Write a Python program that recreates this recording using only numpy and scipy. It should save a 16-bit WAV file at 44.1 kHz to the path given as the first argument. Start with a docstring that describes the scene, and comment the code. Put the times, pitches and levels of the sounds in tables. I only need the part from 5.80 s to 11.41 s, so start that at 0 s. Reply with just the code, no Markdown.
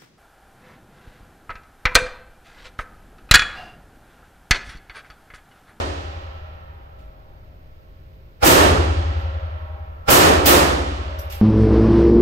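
"""Concrete indoor range: gunshots from a neighbouring lane, the first already dying away.
Each blast is a dull lead-in, a crack, a bright roar of filtered noise, a long ringing flutter echo and
a boom of beating standing waves. Spent cases tinkle on the floor: decaying sines plus noise bursts.
Ventilation is shaped noise with steady hum lines. A limiter holds the blasts down."""
import sys
import numpy as np
from scipy import signal
from scipy.fft import rfft, irfft, next_fast_len
from scipy.io import wavfile
from scipy.ndimage import uniform_filter1d, map_coordinates

SR = 44100
rng = np.random.default_rng(int(sys.argv[2]) if len(sys.argv) > 2 else 0)


def store_pcm(level_fs):
    """Save levels as 16-bit WAV."""
    pcm = np.round(np.clip(level_fs, -1, 1) * 32767).astype(np.int16)
    wavfile.write(sys.argv[1], SR, np.atleast_2d(pcm).T)


N = 247533

# Levels in the tables are relative; "band level" is per octave band.
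# shots: t/s, blast/dB, brightness/(dB per octave), boom/dB, linger/dB, dull lead-in/dB, crack/dB
SHOTS = [(-0.363, 2, 3, -8.5, -3.5, 6, -14), (2.6407, 5, 2.0, 3.5, 1.27, 0, -19.5),
         (4.295, 5, 2.17, -0.5, -2, -2.5, -13), (4.654, 0.53, 2.1, -2, -2, -14.5, -5)]
# dull lead-in of a blast: f/Hz, band level/dB
FRONT_BANDS = [(30, -33.5), (70, -17), (130, -25.5), (300, -28), (600, -16), (1100, -18.5), (2000, -19.5),
               (4500, -20.5), (8000, -27.5), (16000, -27)]
# tonal peaks in the lead-in: f/Hz, width/Hz, level/dB
FRONT_PEAKS = [(510, 67, 15), (810, 18, 20.5), (1190, 160, 3.5), (1386, 180, 12), (2300, 240, 6),
               (5180, 320, 9)]
# first bright reflections: f/Hz, band level/dB
CRACK_BANDS = [(200, -29.5), (1000, -31.5), (3500, -9.5), (7000, -15), (10500, -14), (13000, -12),
               (15500, 0), (17000, -15)]
# roar that fills the hall: f/Hz, band level/dB
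ROAR_BANDS = [(28, -31.5), (70.5, -17), (120, -19), (157, -16.5), (213.6, -17.5), (301, -10), (400, -7.5),
              (553, -8.5), (1150, -7), (2180, -14), (4640, -15.5), (7600, -14.5), (11000, -17),
              (13000, -10.5), (15500, -14.5), (17000, -23)]
# slow echo along the lanes: f/Hz, band level/dB
LINGER_BANDS = [(100, -60.5), (282, -52), (560, -34), (780, -32), (1180, -29), (2080, -34), (2950, -31.5),
                (4540, -31), (7600, -31.5), (11150, -33.5), (16000, -42)]
# broad and narrow peaks in the tone of the echoes: f/Hz, width/Hz, level/dB
ECHO_PEAKS = [(152, 26, 6), (282, 48, 4), (361, 19, 3.5), (484, 33, -2), (549, 98, 3.5), (710, 81, 0.5),
              (710, 24, 3), (1060, 300, -0.5), (1284, 89, 3), (1820, 130, 3), (2940, 600, 1.5)]
# flutter between the parallel side walls: f/Hz, share repeated per round trip (before scaling)/1
FLUTTER_SHARE = [(200, .1), (500, 0.26), (1000, .62), (2200, .62), (4000, .38), (7000, .05)]
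# standing waves of the hall: f/Hz, level/dB, t60/s, side of the node/+-1
STANDING_WAVES = [(42.9, -27, 2.3, 1), (61.4, -14.5, 2.7, -1), (76.96, -9.5, 3.13, 1),
                  (87.82, -10.5, 2.67, 1)]
# strongest modes between the side walls: f/Hz, level/dB, t60/s
WALL_MODES = [(282.2, -26, 1.5), (365.6, -32, 1.8), (395, -38, 3.04), (541, -38.5, 4.7), (564, -37.5, 4.35),
              (627, -39.5, 6.1), (723, -45.5, 5.6), (805, -38.5, 5.9), (952.8, -37, 3.6), (1090, -45, 5.8),
              (1335, -46.5, 7.1), (1373, -43.5, 5)]
# cases and small metal parts landing: t/s, ring/dB, tick/dB, clatter/dB, rise/s, tick t60/s
DROPS = [(1.183, -85.5, -80, -62, 0.0064, .2), (3.375, -55.5, -71.5, -66, 0.014, 0.12),
         (5.385, -37.5, -37, -64, 0.0048, 0.19), (5.497, -40, -39, -44.5, 0.0052, 0.58),
         (5.522, -39.5, -36, -47, 0.0012, 0.018)]
# ring of a brass case: f/Hz, level/dB, t60/s
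BRASS_MODES = [(5470, -12, 0.25), (6000, -2, 0.09), (12330, -6.5, .42), (12440, 2, 0.18), (12570, -12, .08)]
# tick of an impact: f/Hz, band level/dB
TICK_BANDS = [(3000, -25), (5000, -4), (6000, -12), (8500, -10), (10500, -11), (13500, -2), (16000, -20)]
# clatter of an impact: f/Hz, band level/dB
CLATTER_BANDS = [(400, -30), (1400, -9), (2700, 5), (4800, -4.5), (9000, -11), (16000, -8)]
# rushing air and hiss: f/Hz, band level/dB
AIR_BANDS = [(15, -51), (28, -70), (42, -46.5), (75, -45), (130, -55), (220, -62.5), (400, -60),
             (600, -61.5), (1000, -63), (2200, -65.5), (4800, -71.5), (7500, -82.5), (11000, -85),
             (13300, -68.5), (14700, -69.5), (16000, -81)]
# steady hum lines: f/Hz, rms level/dB
HUM_LINES = [(17.8, -56), (60.5, -65.5), (75.4, -57.5), (150.7, -61), (532.9, -66.5), (627, -67.5)]
# two microphones: f/Hz, left-right likeness/1, left minus right/dB
MIC_PAIR = [(30, 0.94, 1.5), (70, 0.962, 1.5), (151, 0.8, -1.5), (312, 1, -0.8), (685, -0.49, -2.5),
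            (1240, -0.74, -1), (2430, -0.05, -5), (4360, -0.24, -6.5), (8200, 0.75, -1.4),
            (14800, 0.41, 0.5)]

ROUND_TRIP_S = 0.04525  # between the side walls
ROAR_T60_S, BASS_HOLD = 0.92, 0.12  # wall decay at 1 kHz; power by which it lengthens towards the bass
BUILD_S, BUILD_KNEE_HZ = 0.065, 90  # time constant of filling the hall; shorter below the knee
RETURN_S, RETURN_DB = 0.12, -12  # roar coming back from the far end of the lanes
AIR_T60_S, AIR_POWER = 1, 1.22  # air absorption at 10 kHz; its power of frequency
LINGER_T60_S, LINGER_BUILD_S = 5.36, 0.037  # decay without air absorption; build-up time constant
BAND_LIMIT_HZ = 15800


def amp(db):
    """Decibels to gain."""
    return 10 ** (np.asarray(db) / 20)


def along(table, hz, column=1):
    """One table column, interpolated on a log-frequency axis."""
    columns = np.transpose(table)
    return np.interp(np.log(hz + 1), np.log(columns[0] + 1), columns[column])


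def since(start_s):
    """Seconds since start_s, for every sample."""
    return np.arange(N) / SR - start_s


def fade(t_s, t60_s):
    """Silence before zero, then an exponential decay of 60 dB per t60_s."""
    return (t_s >= 0) * np.exp(-np.log(1000) * np.maximum(t_s, 0) / t60_s)


def wobble(knots_per_s):
    """Smooth random curve through normally distributed knots, mirrored when they run out."""
    coarse = np.arange(0, N + 64, 64)
    knots = rng.standard_normal(256)
    curve = map_coordinates(knots, [coarse * knots_per_s / SR], mode="mirror")
    return np.interp(np.arange(N), coarse, curve)


def diffuse(bands, tilt_db=0, peaks=(), alike=1, flutter=0):
    """Noise from all sides at two microphones: octave levels, tilt, peaks and flutter comb."""
    m = next_fast_len(N + SR // 8)
    hz = np.fft.rfftfreq(m, 1 / SR)
    noise_a, noise_b = rfft(rng.standard_normal((2, m)))

    # Mixing angle sets the left-right correlation.
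    angle = np.arccos(np.clip(alike * along(MIC_PAIR, hz), -1, 1)) / 2
    mid, side = noise_a * np.cos(angle), noise_b * np.sin(angle)
    lean = amp(along(MIC_PAIR, hz, column=2) / 2)

    slope_db = tilt_db * np.log2((hz + 1) / 1000)
    peaks_db = sum(db / (1 + (2 * (hz - centre) / width) ** 2) for centre, width, db in peaks)
    per_hz = np.sqrt(SR / 2 / np.log(2) / np.maximum(hz, 10)) * (hz > 10)  # octave level to density
    colour = amp(along(bands, hz) + slope_db + peaks_db) * per_hz
    if flutter:
        kept = np.clip(flutter * along(FLUTTER_SHARE, hz), 0, 0.9)
        comb = 1 - kept * np.exp(-2j * np.pi * hz * ROUND_TRIP_S)
        colour = colour * np.sqrt(1 - kept ** 2) / comb  # power kept
    pair = np.array([(mid + side) * lean, (mid - side) / lean])
    return irfft(pair * colour, m)[:, :N]


def reverberation(bands, start_s, wall_t60_s, build_s, bass_hold=0, return_db=-60, tilt_db=0,
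                  alike=1, flutter=0):
    """Tail that builds up, returns once from the far end and dies on the walls and in the air."""
    noise = diffuse(bands, tilt_db, ECHO_PEAKS, alike, flutter)
    hz, t, cells = signal.stft(noise, SR, nperseg=256)
    hz = np.maximum(hz, hz[1] / 2)[:, None]
    wall_decay_s = wall_t60_s * (1000 / hz) ** bass_hold
    air_decay_s = AIR_T60_S * (10000 / hz) ** AIR_POWER
    rise_s = build_s * hz / (hz + BUILD_KNEE_HZ)

    def swell(age_s):
        """Exponential build-up times wall decay."""
        return (1 - np.exp(-np.maximum(age_s, 0) / rise_s)) * fade(age_s, wall_decay_s)

    age_s = t - start_s
    envelope = np.hypot(swell(age_s), amp(return_db) * swell(age_s - RETURN_S))
    envelope = envelope * fade(age_s, air_decay_s)
    return signal.istft(cells * envelope, SR, nperseg=256)[1][:, :N]


def shots():
    """Each shot sums a dull lead-in, a crack, a roar, a fluttering slow echo and a boom."""
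    out = np.zeros((2, N))
    crack_noise = diffuse(CRACK_BANDS)
    for start_s, blast_db, bright_db, boom_db, linger_db, front_db, crack_db in SHOTS:
        out += amp(front_db) * lead_in(start_s)
        out += amp(crack_db) * crack(crack_noise, start_s)
        out += amp(blast_db) * roar(start_s, bright_db)
        out += amp(linger_db) * slow_echo(start_s, bright_db)
        out += amp(boom_db) * boom(start_s)
    return out


def lead_in(start_s, rise_s_per_20db=0.013, lead_s=0.0059, t60_s=0.091):
    """Dull lead-in: noise that swells just before the bright part, then decays."""
    t = since(start_s)
    rise = amp(20 * np.minimum(t + lead_s, 0) / rise_s_per_20db)
    decay = fade(np.maximum(t, 0), t60_s)
    return diffuse(FRONT_BANDS, peaks=FRONT_PEAKS, alike=0.54) * rise * decay


def crack(noise, start_s, t60_s=0.25, rise_s=0.0032, delay_s=0.002):
    """First bright reflections: noise with a fast rise and a short decay."""
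    t = np.maximum(since(start_s + delay_s), 0)
    return noise * (1 - np.exp(-t / rise_s)) * fade(t, t60_s)


def roar(start_s, bright_db):
    """Dense reflections fill the hall, and come back from the far end of the lanes."""
    return reverberation(ROAR_BANDS, start_s, ROAR_T60_S, BUILD_S, BASS_HOLD, RETURN_DB,
                         tilt_db=bright_db, alike=0.77)


def slow_echo(start_s, bright_db):
    """Slow echo along the lanes, combed by flutter between the side walls."""
    return reverberation(LINGER_BANDS, start_s, LINGER_T60_S, LINGER_BUILD_S,
                         tilt_db=bright_db, flutter=0.94)


def boom(start_s, build_s=0.42, spread_rad=0.065, lean_db=0.6):
    """Standing waves swell and beat, nearly in phase at the two microphones."""
    t = since(start_s)
    offset_rad = np.array([[spread_rad], [-spread_rad]])
    waves = sum(np.sign(side) * amp(db) * fade(t, t60_s) * np.sin(2 * np.pi * hz * t + offset_rad)
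                for hz, db, t60_s, side in STANDING_WAVES)
    build = 1 - fade(t, build_s * np.log(1000))  # build_s is a time constant
    return waves * build * amp([[lean_db], [-lean_db]])


def wall_ring(drift_rad=0.68, waver_db=2.5, neighbour=0.55):
    """Blasts ring the side-wall modes; each beats with its neighbour one round-trip rate below."""
    t, out = since(0), np.zeros((2, N))
    for hz, db, t60_s in WALL_MODES:
        energy = sum((amp(shot[4]) * fade(t - shot[0], t60_s)) ** 2 for shot in SHOTS)
        apart_rad = np.arccos(np.clip(along(MIC_PAIR, hz), -1, 1)) * np.array([[0.5], [-0.5]])
        drift = drift_rad * np.array([wobble(5), wobble(6)])
        phase = 2 * np.pi * (hz * t + rng.random()) + apart_rad + drift
        beat = 2 * np.pi * (t / ROUND_TRIP_S + rng.random())
        level = amp(db + waver_db * wobble(6.5)) * np.sqrt(energy)
        out += level * (np.sin(phase) + neighbour * np.sin(phase - beat))
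    return out


def brass_ring(t, pitch_spread=0.004, level_spread_db=2):
    """Modes of one case as decaying complex sines, pitch and levels varied per drop."""
    pitch = 1 + pitch_spread * rng.normal()
    ring = 0
    for hz, db, t60_s in BRASS_MODES:
        cycles = pitch * hz * t + rng.random((2, 1))
        level = amp(db + rng.normal(0, level_spread_db))
        ring = ring + level * fade(t, t60_s) * np.exp(2j * np.pi * cycles)
    return ring


def cases(clatter_t60_s=0.38, shimmer_depth=1.0):
    """Brass rings and shimmers as it lands; tick and clatter are decaying noise."""
    out, tick, clatter = np.zeros((2, N)), diffuse(TICK_BANDS), diffuse(CLATTER_BANDS)
    shimmer = 1 + shimmer_depth * np.array([wobble(150) + 1j * wobble(150) for mic in range(2)])
    shimmer /= np.sqrt(1 + 2 * shimmer_depth ** 2)
    for start_s, ring_db, tick_db, clatter_db, rise_s, tick_t60_s in DROPS:
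        first = round(start_s * SR)
        part = slice(first, first + SR // 2)
        t = np.abs(since(start_s)[part])
        hit = amp(ring_db) * (brass_ring(t) * shimmer[:, part]).real
        hit += amp(tick_db) * fade(t, tick_t60_s) * tick[:, part]
        hit += amp(clatter_db) * fade(t, clatter_t60_s) * clatter[:, part]
        out[:, part] += hit * (1 - np.exp(-t / rise_s))
    return out


def ventilation(unsteady_rad=1.0, waver_db=0.4):
    """Rushing air as shaped noise, hum as sines of slightly wavering level and phase."""
    t = since(0)
    hum = np.zeros(N)
    for hz, db in HUM_LINES:
        peak = amp(db + waver_db * wobble(2)) * np.sqrt(2)
        hum += peak * np.sin(2 * np.pi * hz * t + unsteady_rad * wobble(5.8))
    return diffuse(AIR_BANDS) + hum


def scene():
    """Everything heard at the shooting bench."""
    return shots() + wall_ring() + cases() + ventilation()


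def limiter(x, ceiling_db=-8.0, release_db_per_s=45):
    """Gain drops fast on a loud sound and recovers at a steady rate in dB."""
    power = np.abs(uniform_filter1d(np.mean(x ** 2, axis=0), size=400))
    over_db = np.maximum(10 * np.log10(power + 1e-12) - ceiling_db, 0)
    ramp_db = release_db_per_s * since(0)
    held_db = np.maximum.accumulate(over_db + ramp_db) - ramp_db
    return x * amp(-uniform_filter1d(held_db, size=130))


def record(dry):
    """Limit the level, round off the peaks and cut everything above the band limit."""
    top, hardness, edge_hz = 0.8, 4, 250
    x = limiter(dry)
    x = x / (1 + np.abs(x / top) ** hardness) ** (1 / hardness)
    m = next_fast_len(N + SR // 8)
    inside = np.clip((BAND_LIMIT_HZ - np.fft.rfftfreq(m, 1 / SR)) / edge_hz + 0.5, 0, 1)
    return irfft(rfft(x, m) * np.sin(np.pi / 2 * inside) ** 2, m)[:, :N]


dry = scene()
out = record(dry)
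store_pcm(out)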